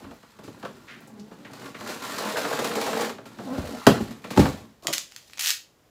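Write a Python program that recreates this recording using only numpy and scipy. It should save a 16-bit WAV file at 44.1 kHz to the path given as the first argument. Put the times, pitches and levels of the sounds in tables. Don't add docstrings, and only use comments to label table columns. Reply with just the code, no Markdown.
import sys
import numpy as np
from scipy import signal
from scipy.fft import rfft, irfft, next_fast_len
from scipy.io import wavfile
from scipy.ndimage import uniform_filter1d, map_coordinates

SR = 44100
rng = np.random.default_rng(int(sys.argv[2]) if len(sys.argv) > 2 else 0)


def invert_db(level):
    return 10 ** (np.asarray(level, dtype=float) / 20)


def bounce(signal):
    frames = np.transpose(np.atleast_2d(signal))
    limited = np.clip(frames, -1, 1)
    pcm = np.round(limited * 32767).astype(np.int16)
    wavfile.write(sys.argv[1], SR, pcm)


N = 260179

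# (frequency [Hz], relative density [dB per Hz])
ROOM_TONE = [(24, -56.5), (40, -5), (147, -9.5), (185, -13), (354, -13), (503, -13.5), (2100, -25.5),
             (7730, -30), (8990, -30.5), (15300, -29), (16100, -55)]
# (time [s], deep wall level [dB], fibre hiss level [dB])
RUB_LEVELS = [(0.0,-44.5,-58.5), (0.13,-50.5,-63), (0.19,-78,-64), (0.38,-58,-63.5), (0.45,-70,-58.5),
              (0.57,-50,-61), (0.84,-56,-62), (0.93,-51,-60), (1.2,-52,-67.5), (1.44,-52.5,-62),
              (1.66,-46,-48.5), (1.73,-53.5,-60.5), (1.9,-39,-39.5), (1.99,-45.5,-49), (2.05,-43,-40.5),
              (2.26,-39.5,-37.5), (2.58,-37.5,-40), (2.82,-35,-38.5), (3.06,-35.5,-37.5), (3.14,-52.5,-68),
              (3.36,-52,-59), (3.41,-44,-53.5), (3.62,-41.5,-48), (3.75,-43,-48.5), (3.855,-57.5,-47.5),
              (3.92,-40.5,-44), (4.08,-47,-52), (4.21,-53,-61), (4.45,-38.5,-39), (4.63,-51,-60.5),
              (4.8,-68.5,-81.5)]
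# (frequency [Hz], free width [Hz], level [dB])
BOX_PARTS = [
    [(119, 20, -7), (152, 18, -5), (215, 38.5, -2.5), (280, 30, -2), (359, 84, -8.5)],
    [(392.3, 16, -3), (455.7, 74.6, 4.5), (513, 84, 4), (614.7, 69.7, 6), (661, 140, 2), (834, 70.5, 0.5)],
    [(1018, 353, 5.5), (1085.4, 31, 10.5), (1138.7, 13.8, 5.5), (1393, 46, 9), (1475, 116, 2.5),
     (1860, 600, -1.5), (2360, 440, -6.5)],
]
# (frequency [Hz], relative density [dB per Hz])
FIBRE_HISS = [(1060, -52.5), (1800, -1.5), (3230, -5), (4170, -3), (5640, -8), (7290, -8), (8210, -7.5),
              (15300, -11.5), (16100, -36)]
# (frequency [Hz], time to fall 60 dB [s])
ROOM_DECAY = [(150, 0.4), (600, 0.21), (3000, 0.3), (12000, 0.24)]
# (time [s], level before trim [dB])
COUNTER_THUDS = [(0.038, -35.5), (3.584, -19), (3.877, -22), (4.006, -26.5), (4.38, -7.5), (4.455, -51)]
# (time [s], deep level [dB], flaps over deep [dB], crack over deep [dB],
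# contact [ms])
BOX_KNOCKS = [(0.041, -44.5, 7.5, -26, 16), (0.109, -38.5, 1, -11.5, 11), (0.23, -45.5, 3, -4, 3.6),
              (0.388, -38, -2.5, -11, 4.9), (0.434, -35.5, -21, -6, 5.3), (0.478, -31.5, -5.5, -25, 2.9),
              (0.627, -33.5, 2.5, -10, 7.9), (0.649, -33, 7.5, -4, 7), (1.31, -38.5, -2.5, -17, 19),
              (1.446, -39.5, -3, -10, 8.8), (1.533, -45, 9, 9, 4.9), (1.659, -43, 11, 4, 6.1),
              (1.745, -38.5, 3, -18, 4.8), (1.808, -40.5, 10, 8, 4.5), (1.895, -36, -8, 5, 4.4),
              (3.184, -38.5, 5, -21, 4.2), (3.255, -34.5, -2.5, -5, 8.4), (3.385, -30.5, -2, -29, 12.7),
              (3.548, -34.5, 1, -11, 8), (3.579, -22.5, -7.5, -9.5, 4.4), (3.867, -1, 1, -4.5, 3.94),
              (4.003, -17.5, -22, -22, 7.7), (4.108, -34, -4.5, -2, 3.9), (4.241, -34, 3.5, -3.5, 7.4),
              (4.304, -24.5, -3, -1.5, 7.2), (4.362, -20.5, -7, -7, 6.2), (4.374, -3.5, -8.5, -15, 2.66),
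              (4.393, -5, -11, -12, 4.1), (4.455, -22.5, 5, -4.5, 6.1)]
# (time [s], peak [dB], centre [Hz], length [ms])
PALM_BRUSHES = [(0.14, -51.5, 13000, 13), (0.588, -52, 13000, 9), (0.78, -58, 12500, 10),
                (1.003, -46, 13000, 14), (0.876, -35.5, 1860, 70), (1.073, -41.5, 8700, 12.4),
                (1.195, -40.5, 4770, 10), (1.448, -35.5, 1760, 19), (1.746, -32, 1910, 18),
                (3.388, -50.5, 1330, 66), (4.24, -37.5, 1960, 19)]
# (time [s], length [s], slip rate at start [Hz], at the loudest [Hz],
# at end [Hz], level at the loudest [dB])
EDGE_CREAKS = [(1.1, 0.17, 218, 205, 222, -45), (3.46, 0.1, 266, 250, 295, -28),
               (3.705, 0.085, 290, 250, 220, -37)]
# (multiple of the slip rate, mean level [dB])
CREAK_OVERTONES = [(1, 3), (2, -9.5), (3, -17.5), (4, -17.5), (5, -24)]
# (time [s], flaps level [dB], crack over flaps [dB])
SLIDE_JERKS = [(2.02, -46.5, 7), (2.182, -26, 3.5), (2.229, -25, -24), (2.287, -32, 3), (2.368, -22, 0),
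               (2.449, -21, -11), (2.526, -20.5, -25), (2.589, -18.5, -3.5), (2.643, -19.5, 0),
               (2.713, -24, -12.5), (2.753, -24.5, 3), (2.811, -23, 2.5), (2.863, -22, -4),
               (2.929, -20.5, -7), (3.01, -22.5, -3.5), (3.093, -24.5, -5)]
# (time [s], rise [s], hold [s], level [dB], fade [dB/s])
KNIFE_DRAGS = [(4.823, 0.002, 0.05, -51, 900), (4.864, 0.008, 0.0007, -42, 345),
               (4.925, 0.0068, 0.0018, -19, 600), (4.955, 0.005, 0.001, -64, 250),
               (5.0, 0.12, 0.36, -56, 292), (5.391, 0.003, 0.115, -27, 899)]
# (frequency [Hz], relative density [dB per Hz])
PLASTIC_HISS = [(410, -25), (700, -21), (946, -13), (1110, -13.5), (1460, -6.5), (1840, -4), (2590, -0.5),
                (3280, -0.5), (4150, 0.5), (6570, -0.5), (8420, -2.5), (15300, -4.5), (16100, -37)]
# (time [s], peak [dB], contact [ms])
COUNTER_TAPS = [(4.826, -42.5, 11), (4.846, -31, 11.4), (4.881, -21.5, 6.2), (4.899, -25.5, 8.7),
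                (4.945, -34.5, 5.4)]
# (frequency [Hz], width [Hz], level [dB])
COUNTER_MODES = [(191, 130, -9), (347, 64, -2.5), (610, 68, -0.5), (1170, 110, -3)]
# (time [s], tick peak [dB], tilt [dB per octave])
KNIFE_CLICKS = [(4.8702, -7, -2), (4.9281, -16, 4), (4.9349, -9.5, -0.5), (4.9811, -11, -1),
                (5.1208, -33.5, -3.5), (5.1627, -20, -1), (5.298, -40, -10), (5.3338, -28.5, -4),
                (5.374, -28.5, -5), (5.382, -28, -6), (5.3939, -18, 3), (5.4855, -11, 6), (5.5046, -5, 2)]
# (frequency [Hz], width [Hz], level before the grip alters it [dB])
HANDLE_MODES = [(1900, 260, 1), (3450, 600, -2), (4700, 600, -2), (6700, 900, 0)]


def unit(x):
    return x / np.sqrt(np.mean(x ** 2) + 1e-20)


def along(points, hz):
    f, v = np.transpose(points)
    return np.interp(np.log(hz + 1), np.log(f + 1), v)


def curves(rows, outside=None):
    times, *columns = np.transpose(rows)
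    now = np.arange(N) / SR
    return [np.interp(now, times, column, outside, outside) for column in columns]


def wobble(rate):
    knots = rng.standard_normal(int(N * rate / SR) + 4)
    return map_coordinates(knots, [np.arange(N) * rate / SR])


def filtered(x, response):
    m = next_fast_len(len(x) + 8192)
    return irfft(rfft(x, m) * response(np.fft.rfftfreq(m, 1 / SR)), m)[:len(x)]


def colour(points, tilt_db=0):
    def response(f):
        tilt = tilt_db * np.log2((f + 1) / 4000)
        return invert_db(along(points, f) + tilt) * (f > points[0][0])
    return response


def resonances(modes, damping=1):
    def response(f):
        total = 0
        for k, (centre, width, db) in enumerate(modes):
            mode = 1j * f * width / (centre * centre - f * f + 1j * f * width * damping)
            total = total + (-1) ** k * invert_db(db) * mode
        return total
    return response


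def burst(t, length_ms):
    u = t / (length_ms / 1000 + 1e-4)
    noise = rng.standard_normal(len(t)) * (1 - np.exp(-u * 9)) * np.exp(-u)
    z = rfft(noise)
    even = z / (np.abs(z) + 0.15 * np.abs(z).mean())
    return irfft(even, len(t)) * np.exp(-u / 4)


def add(out, s, x, db):
    out[round(s * SR):][:len(x)] += invert_db(db) * x / np.abs(x).max()


def gritty(spread_db, rate):
    return rng.standard_normal(N) * invert_db(spread_db * wobble(rate))


def room_tone():
    noise = unit(filtered(rng.standard_normal(N), colour(ROOM_TONE)))
    return noise * invert_db(-61.5 + 0.7 * wobble(7))


def rubbing():
    firm_db = -44.5
    deep_db, hiss_db = curves(RUB_LEVELS, -120)
    panels_db = firm_db - 3 + 1.75 * (deep_db - firm_db)
    flaps_db = hiss_db + 0.5
    judder = invert_db(0.7 * wobble(22))
    body = np.zeros(N)
    for modes, db in zip(BOX_PARTS, (deep_db, panels_db, flaps_db)):
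        body += unit(filtered(gritty(5.2, 250), resonances(modes))) * invert_db(db)
    held = np.clip((deep_db - firm_db) / 5.5, 0, 1)
    largest = filtered(body, lambda f: 1 / (1 + (f / 190) ** 8))
    hiss = unit(filtered(gritty(2.6, 200), colour(FIBRE_HISS))) * invert_db(hiss_db + 0.35)
    return judder * (body - 0.8 * held * largest + hiss)


def room_tail(x, step=SR // 10):
    out = np.zeros(N + SR)
    for a in range(0, N, step):
        hz, t, z = signal.stft(rng.standard_normal(SR // 2), SR, nperseg=256)
        decay = invert_db(-60 * t / along(ROOM_DECAY, hz)[:, None])
        tail = signal.istft(z * decay, SR, nperseg=256)[1]
        piece = np.pad(x, (0, step))[a:a + step]
        answer = signal.fftconvolve(piece, tail / np.linalg.norm(tail))
        out[a + 200:][:step + len(tail) - 1] += answer
    return out[:N]


def thuds():
    out, t = np.zeros(N + SR), np.arange(SR // 4) / SR
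    cycles = 70 * t + 0.97 * (1 - np.exp(-t / 0.0027))
    thump = np.sin(2 * np.pi * cycles) * (1 - np.exp(-t / 0.018)) * np.exp(-t / 0.014)
    for s, db in COUNTER_THUDS:
        add(out, s, thump, db - 5.5)
    return out[:N]


def box_blows(blows):
    out, t = np.zeros(N + SR), np.arange(SR // 4) / SR
    for s, db, flap_db, crack_db, ms in blows:
        push = burst(t, ms)
        panel_db = 1.16 + 0.63 * flap_db
        levels = (db, db + panel_db, db + flap_db)
        for modes, level, damping in zip(BOX_PARTS, levels, (1.2, 1.8, 2.5)):
            top = modes[-1][0]

            def part(f):
                tone = (1 + 1j * f / (0.66 * top)) / (1 + 1j * f / (1.63 * top)) ** 3
                return resonances(modes, damping)(f) * tone

            add(out, s, filtered(push, part), level - 1)
        crack_ms = ms * (2.07 + max(0, -flap_db) / 4)
        add(out, s, filtered(burst(t, crack_ms), colour(FIBRE_HISS)), db + crack_db - 1)
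    return out[:N]


def knocks():
    return box_blows(BOX_KNOCKS)


def palms():
    out, t = np.zeros(N + SR), np.arange(SR // 3) / SR
    for s, db, hz, ms in PALM_BRUSHES:
        skin = resonances([(hz, 0.9 * hz, 0)])
        add(out, s, filtered(burst(t, ms), lambda f: skin(f) ** 2), db)
    return out[:N]


def creaks():
    out = np.zeros(N)
    for s, length, start_hz, mid_hz, end_hz, db in EDGE_CREAKS:
        rows = [(s, start_hz, db - 9), (s + length * 0.6, mid_hz, db), (s + length, end_hz, db - 9)]
        slip_hz = curves(rows)[0]
        level_db = curves(rows, -120)[1]
        phase = 2 * np.pi * np.cumsum(slip_hz * (1 + 0.03 * wobble(81))) / SR
        stack = np.zeros(N)
        for k, level in CREAK_OVERTONES:
            stack += invert_db(level + 3 * wobble(60)) * np.sin(k * phase)
        out += uniform_filter1d(invert_db(level_db), size=400) * stack
    return out


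def slide_jerks():
    contact_ms, walls_under_flaps_db = 7.5, 9.5
    blows = []
    for s, flaps_db, crack_db in SLIDE_JERKS:
        deep_db = flaps_db - walls_under_flaps_db
        crack_over_deep_db = crack_db + walls_under_flaps_db
        blows.append((s, deep_db, walls_under_flaps_db, crack_over_deep_db, contact_ms))
    return box_blows(blows)


def knife_drag():
    now, push = np.arange(N) / SR, np.zeros(N)
    for s, rise, hold, db, fade in KNIFE_DRAGS:
        swell = np.clip((now - s) / rise, 0, 1) ** 2
        push += swell * invert_db(db - fade * np.clip(now - s - rise - hold, 0, 1))
    return push * unit(filtered(gritty(4.6, 250), colour(PLASTIC_HISS)))


def taps():
    out, t = np.zeros(N + SR), np.arange(SR // 5) / SR
    for s, db, ms in COUNTER_TAPS:
        top = filtered(burst(t, ms), lambda f: resonances(COUNTER_MODES)(f) / (1 + 1j * f / 1500) ** 2)
        add(out, s, top, db)
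    return out[:N]


def plastic_ticks(ticks):
    out, t = np.zeros(N + SR), np.arange(SR // 10) / SR
    tick_ms, grip_db, ring_db = 1.3, 3, -7
    for s, db, tilt_db in ticks:
        add(out, s, filtered(burst(t, tick_ms), colour(PLASTIC_HISS, tilt_db)), db)
        gripped = [(hz, width, level + rng.normal(0, grip_db)) for hz, width, level in HANDLE_MODES]
        add(out, s, filtered(burst(t, tick_ms), resonances(gripped)), db + ring_db)
    return out[:N]


def knife_clicks():
    return plastic_ticks(KNIFE_CLICKS)


def ratchet(count=6):
    first_s, spacing_s = 5.4112, 0.0121
    teeth = []
    for k, (force, tint) in enumerate(rng.standard_normal((count, 2))):
        peak_db = -17 + 1.47 * k + 1.7 * force
        teeth.append((first_s + k * spacing_s, peak_db, 2 + 2 * tint))
    return plastic_ticks(teeth)


def scene():
    air = room_tone()
    box = rubbing() + thuds() + knocks() + palms() + creaks() + slide_jerks() + taps()
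    knife = knife_drag() + knife_clicks() + ratchet()
    tail = room_tail(invert_db(-4) * box + invert_db(-4.5) * knife)
    return (box + knife + tail + air)[None]


def low_pass(x):
    return signal.sosfilt(signal.butter(12, 16500, fs=SR, output="sos"), x)


def record(dry):
    def microphone(f):
        bass_cut = (1j * f / (1j * f + 45)) ** 2
        return bass_cut * invert_db(-5 / (1 + np.exp((7900 - f) / 150)))

    heard = filtered(dry[0], microphone)
    mix = np.clip(heard, -1, 1)[None]
    return low_pass(mix)


dry = scene()
out = record(dry)
bounce(out)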